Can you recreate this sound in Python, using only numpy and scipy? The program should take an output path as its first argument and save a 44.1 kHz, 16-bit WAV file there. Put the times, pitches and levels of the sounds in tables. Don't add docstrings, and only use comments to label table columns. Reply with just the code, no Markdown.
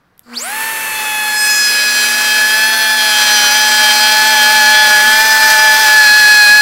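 import sys
import numpy as np
from scipy import signal
from scipy.fft import rfft, irfft, next_fast_len
from scipy.io import wavfile

SR = 44100
rng = np.random.default_rng(int(sys.argv[2]) if len(sys.argv) > 2 else 0)


def log_audio(samples):
    frames = np.atleast_2d(samples).T
    limited = np.clip(frames, -1, 1)
    pcm = np.round(limited * 32767).astype(np.int16)
    wavfile.write(sys.argv[1], SR, pcm)


N = 291501
T = np.arange(N) / SR

# f/Hz, relative level/dB
ROOM_COLOUR = [(30, -8), (130, -1), (400, -9), (1600, -8.5), (2600, -21), (5000, -25), (7000, -34)]
SWITCH_COLOUR = [(300, -30), (1200, -22), (2200, -6), (3600, -5), (6000, -22), (10000, -3), (13000, 3),
                 (15500, -4)]
FAN_COLOUR = [(40, -33), (100, -18), (180, -14.5), (330, -11.5), (470, -6.5), (750, -9), (1200, -1),
              (1550, 0.0), (2300, 1), (3200, -5.5), (4800, -13), (6300, -10), (10500, -5), (15500, -11.5)]
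CHIP_COLOUR = [(40, -27), (100, -34), (180, -22.9), (330, -19), (470, -17), (750, -10.5), (1200, -6),
               (1550, 0.0), (2300, -7), (3200, -7.5), (4800, -3.5), (6300, -8), (10500, -16),
               (15500, -13.5)]
# t/s, level/dB
CLICKS = [(.1785, -36), (0.1936, -20.5)]
# t/s, level/dB
HUM_LEVEL = [(.23, -79), (.265, -48), (.295, -40.5), (.34, -32), (.41, -45.5), (1, -50.5), (2, -39.5),
             (3.2, -40), (4.7, -35.5), (5.5, -41), (6.6, -50)]
# t/s, f/Hz
EDGE_RATE = [(0.62, 885.5), (0.7, 889.8), (1.11, 855.4), (1.66, 843.6), (1.99, 841.9), (2.3, 852.4),
             (2.44, 852.6), (2.71, 869.9), (2.95, 862.5), (3.0, 855.2), (3.48, 835.8), (3.56, 850.4),
             (3.83, 854.4), (3.91, 844.8), (4.3, 864.9), (4.42, 851.0), (4.54, 859.2), (4.63, 852.8),
             (4.79, 859.4), (4.97, 848.0), (5.23, 876.5), (5.73, 865.4), (5.81, 872.5), (5.89, 855.9),
             (5.97, 859.8), (6.09, 840.8), (6.17, 848.4), (6.37, 842.6), (6.48, 831.7), (6.56, 847.0)]
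# t/s, level/dB
FEED = [(0.9, -38), (0.96, -41), (1.23, -43), (2.05, -31.5), (2.57, -32.5), (3.07, -32.5), (3.21, -28),
        (3.8, -29), (3.89, -27.5), (4.03, -28), (5.1, -28.5), (5.89, -27), (6.03, -28), (6.55, -28)]
# t/s, f/Hz
ROCK_RATE = [(1.7, 239.2), (2.15, 207.9), (2.5, 210), (2.75, 186), (3.25, 203), (3.5, 228.8), (4.1, 218.2),
             (4.7, 239.7)]
# t/s, growl level/dB, squeal level/dB
CHATTER_LEVELS = [(1.5, -42, -42), (1.68, -31, -34), (2.1, -29.5, -26), (2.75, -23, -24.5),
                  (3.12, -25, -24), (3.19, -25, -19.5), (3.95, -23, -20.5), (4.75, -19.5, -23.5),
                  (5.12, -18, -22.5), (5.32, -20.5, -34), (5.55, -19.5, -26), (5.9, -19.5, -24),
                  (6.08, -26, -34), (6.6, -28, -36)]
# multiple of the edge rate, relative level/dB
GROWL = [(1, -10.5), (2, -.5), (3, -3.5)]
SQUEAL = [(4, 1.3)]
RASP = [(5, -1), (6, 2.5), (7, -3.5), (8, -15), (9, -10.5), (10, -9.5)]
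# t/s, level/dB
FUNDAMENTAL_LEVEL = [(0.58, -25.5), (0.85, -30.5), (1.11, -23), (1.55, -30), (1.65, -42), (2.27, -28),
                     (4.34, -16), (5.88, -16.5), (6.13, -22.5), (6.58, -21.5)]
OCTAVE_LEVEL = [(0.58, -23.5), (1.06, -26.5), (1.45, -14), (2.13, -17.5), (2.4, -13), (3.37, -16.5),
                (3.89, -12.5), (3.95, -22), (4.0, -15), (4.97, -8.5), (5.26, -12), (5.69, -8.5),
                (5.79, -13), (5.91, -7), (6.58, -6)]
# multiple of the edge rate, level/dB in an ordinary cut, gain/dB per % of slowing, gain/dB per dB of feed
OVERTONES = [(3, -25, 2.3, -.1), (4, -28, 0, 0.3), (5, -21.5, 2, 0.6), (6, -29, 2, 0.27),
             (7, -27.5, 1.2, .45), (8, -41.5, 1.5, -0.5), (9, -36.5, 1.6, 0), (10, -42, 3, -.2),
             (11, -46.5, 2, 0.2), (12, -37.5, 2, 0.3), (14, -41.5, -2, 0.1), (15, -47, .5, 0),
             (16, -46, -2, 0), (17, -49, 0, 1), (18, -46, -2, 0)]
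# start/s, end/s, multiple of the edge rate, gain/dB
SWELLS = [(.3, .93, 4, -16), (.3, 1.15, 5, -4), (.93, 1.35, 4, 5), (1, 3.15, 13, 4), (1.35, 1.9, 6, 9),
          (2.052, 2.55, 4, -6), (2.05, 2.55, 5, -6), (2.2, 2.65, 3, 3), (2.6, 3.097, 5, 3.5),
          (2.65, 2.95, 12, 13.5), (2.7, 3.25, 4, 4), (3, 3.6, 3, -3), (3.152, 3.6, 7, 5),
          (4.4, 4.95, 13, -8), (4.72, 4.88, 4, 11.5), (4.949, 5.4, 3, -7), (5.15, 5.45, 13, 4),
          (5.531, 5.7, 5, -12), (5.95, 6.7, 5, 3.5), (6, 6.7, 13, 3), (6.05, 6.7, 3, 4), (6.05, 6.7, 4, 3)]

POWER_ON_S, CONTACT_S = .233, .93
PULSE_HZ = 240
CUTTING_HZ, CUTTING_DB = 855, -28


def undb(db):
    return np.exp(np.asarray(db) * (np.log(10) / 20))


def curves(table):
    s, *columns = np.transpose(table)
    return [np.interp(T, s, c) for c in columns]


def unit(x):
    return x / np.sqrt(np.mean(x ** 2))


def walk(rate):
    steps = rng.standard_normal(int(T[-1] * rate) + 3)
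    return unit(np.interp(T, (np.arange(len(steps)) - rng.random()) / rate, steps))


def ramp(start_s, length_s):
    return np.clip((T - start_s) / length_s, 0, 1)


def swell(start_s, end_s, fade_s=.065):
    return ramp(start_s - fade_s / 2, fade_s) - ramp(end_s - fade_s / 2, fade_s)


def swells_db(order):
    return sum(db * swell(start, end) for start, end, k, db in SWELLS if round(k) == order)


def turn(hz):
    return 2 * np.pi * np.cumsum(hz) / SR


def sine(phase, db):
    return np.sqrt(2) * undb(db) * np.sin(phase)


def colour(x, spectrum):
    hz, db = np.transpose(spectrum)
    size = next_fast_len(N)
    f = np.maximum(np.arange(size // 2 + 1) * SR / size, 1)
    gain = undb(np.interp(np.log(f), np.log(hz), db))
    return irfft(rfft(x, size) * gain, size)[:N]


def noise(spectrum):
    return unit(colour(rng.standard_normal(N), spectrum))


def ring(x, hz, width_hz):
    return signal.lfilter(*signal.iirpeak(hz, hz / width_hz, fs=SR), x)


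def dip(hiss, hz=7300, width_hz=1400, depth=.69):
    return hiss - depth * swell(2.68, 3.05) * ring(hiss, hz, width_hz)


def garage(x, wet_db, t60=.37):
    t = T[:SR // 2]
    tail = rng.standard_normal(len(t)) * undb(-60 * t / t60) * (t > .005)
    echo = signal.fftconvolve(x, tail / np.linalg.norm(tail))[:N]
    return (x + undb(wet_db) * echo) / np.hypot(1, undb(wet_db))


def room_tone(db=-57):
    return noise(ROOM_COLOUR) * undb(db)


def bump(hz=78, db=-44, decay_s=.03):
    age = np.maximum(T - CONTACT_S, 0)
    return sine(2 * np.pi * hz * age, db) * np.exp(-age / decay_s)


def board(hz=410, width_hz=110, db=-42):
    drone = ring(ring(rng.standard_normal(N), hz, width_hz), hz, 2 * width_hz)
    return unit(drone) * undb(db + walk(14)) * ramp(.9, 1.5)


def switch(decay_s=.0008):
    snaps = sum(undb(db) * (T >= s) * np.exp(-np.abs(T - s) / decay_s) for s, db in CLICKS)
    return garage(noise(SWITCH_COLOUR) * snaps, wet_db=-16, t60=.3)


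def hum(current, starting, buzz_db=-3):
    hum_db, = curves(HUM_LEVEL)
    grit = rng.standard_normal(N) * (2.4 + np.cos(current))
    grit = ring(ring(grit, 1300, 900), 1300, 900)
    buzz = unit(grit) * undb(buzz_db) * starting
    tone = sine(current, 0) + sine(2 * current, -10.5) + sine(3 * current, -17)
    return (tone + buzz) * (T > POWER_ON_S) * undb(hum_db + walk(15))


def commutator(phase, speed, current, starting, start_db=-23.5, run_db=-35.5, spark_db=-36):
    jitter = .3 * walk(60) + .3 * starting * walk(500)
    bars = 13 * phase + jitter
    overtones = sine(2 * bars, -8.5) + sine(3 * bars, -13) * (T < .39)
    overtones *= np.interp(T, [.32, .35, .42, .45], [0, 1, .7, 0])
    gate = 1 + 1.4 * starting * np.cos(current)
    whine_db = starting * start_db + (1 - starting) * (run_db + walk(5)) + swells_db(order=13)
    whine = (sine(bars, 0) + overtones) * gate * undb(whine_db + 1.2 * walk(25)) * speed ** 1.05
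    sparking = starting * (T > POWER_ON_S) * (speed + .027) ** .73
    sparks = undb(spark_db) * rng.standard_normal(N) * sparking
    brushes = whine + sparks
    housing = undb(14.5) * ring(brushes, 4620, 400) + undb(2) * ring(brushes, 7400, 900)
    return garage(.86 * whine + .5 * sparks + housing, wet_db=-11)


def fan(speed, db=-21.5, flutter_db=.7):
    return noise(FAN_COLOUR) * undb(db + flutter_db * walk(12)) * speed ** 1.8


def chips(phase, current, feed_db, roar_db=-22.5, hiss_db=-17.3, grain_db=2, split_hz=2800):
    bursts = (1 + .52 * np.cos(phase)) * (1 + .21 * np.cos(current))
    tearing = colour(rng.standard_normal(N) * bursts * undb(grain_db * walk(400)), CHIP_COLOUR)
    low = signal.sosfiltfilt(signal.butter(4, split_hz, fs=SR, output="sos"), tearing)
    roar = unit(low) * undb(roar_db + 1.24 * feed_db + 1.2 * walk(20))
    hiss = unit(tearing - low) * undb(hiss_db + feed_db + .6 * walk(20))
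    return garage(roar + hiss, wet_db=-7) * ramp(CONTACT_S, .05)


def chatter(phase, feed_db, sway_hz=5, wobble_rad=.4, flank_db=-12):
    rock_hz, = curves(ROCK_RATE)
    growl_db, squeal_db = curves(CHATTER_LEVELS)
    rasp_db = -24.5 + .55 * feed_db
    rock = turn(rock_hz + sway_hz * walk(25))
    grab_db = 1.5 * walk(70)
    voices = [(GROWL, growl_db, 1.4), (SQUEAL, squeal_db, 2.1), (RASP, rasp_db, 1.5)]
    out = 0
    for orders, level_db, flicker_db in voices:
        for k, db in orders:
            tone_db = level_db + db + grab_db + flicker_db * walk(30)
            for side, side_db in [(-1, 0), (.98, flank_db)] + [(-2, flank_db)] * (k > 1):
                lag = rng.uniform(0, 2 * np.pi) + wobble_rad * walk(110)
                out = out + sine(k * phase + side * rock + lag, tone_db + side_db)
    return out * ramp(1.49, .3)


def cutter(phase, speed, current, slowing_percent, feed_db, wander_db=1.7, shimmer_db=3, smear_rad=.049):
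    def partial(k, db):
        return sine(k * phase + 2 * walk(1) + smear_rad * k * walk(60), db + walk(35))

    body = partial(1, curves(FUNDAMENTAL_LEVEL)[0]) + partial(2, curves(OCTAVE_LEVEL)[0])
    idle_db = -9 * (1 - ramp(CONTACT_S, .4))
    screech_db = 6.2 * swell(1.36, 1.7)
    top = 0
    for k, db, per_slowing, per_feed in OVERTONES:
        k = round(k)
        db = db + per_slowing * slowing_percent + per_feed * feed_db + swells_db(order=k)
        db = db + (idle_db + screech_db) * (k > 5)
        if k < 8:
            body = body + partial(k, db + wander_db * walk(7))
        else:
            top = top + partial(k, db + shimmer_db * walk(7))
    throb = 1 + .082 * np.cos(current)
    return (body + garage(top, wet_db=-11)) * throb * speed ** 2.8


def scene(spin_up_s=.187):
    edge_hz, = curves(EDGE_RATE)
    feed_db = curves(FEED)[0] - CUTTING_DB
    slowing_percent = 100 * (1 - edge_hz / CUTTING_HZ)
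    current = 2 * np.pi * PULSE_HZ * T
    speed = 1 - np.exp(-(np.maximum(T - POWER_ON_S, 0) / spin_up_s) ** 2.5)
    starting = 1 - ramp(.4, .17)
    tug_hz = 1.302 * walk(22) * ramp(1.6, 1.6)
    phase = turn(edge_hz * speed + tug_hz)
    cut = cutter(phase, speed, current, slowing_percent, feed_db) + chatter(phase, feed_db)
    motor = commutator(phase, speed, current, starting) + hum(current, starting)
    rush = dip(chips(phase, current, feed_db) + fan(speed))
    mix = cut + motor + rush + board() + switch() + bump() + room_tone()
    return np.array([mix, mix])


def record(dry, top_hz=15750):
    rounded = dry / (1 + dry ** 8) ** (1 / 8)
    return signal.sosfilt(signal.ellip(12, .2, 85, top_hz, fs=SR, output="sos"), rounded)


dry = scene()
out = record(dry)
log_audio(out)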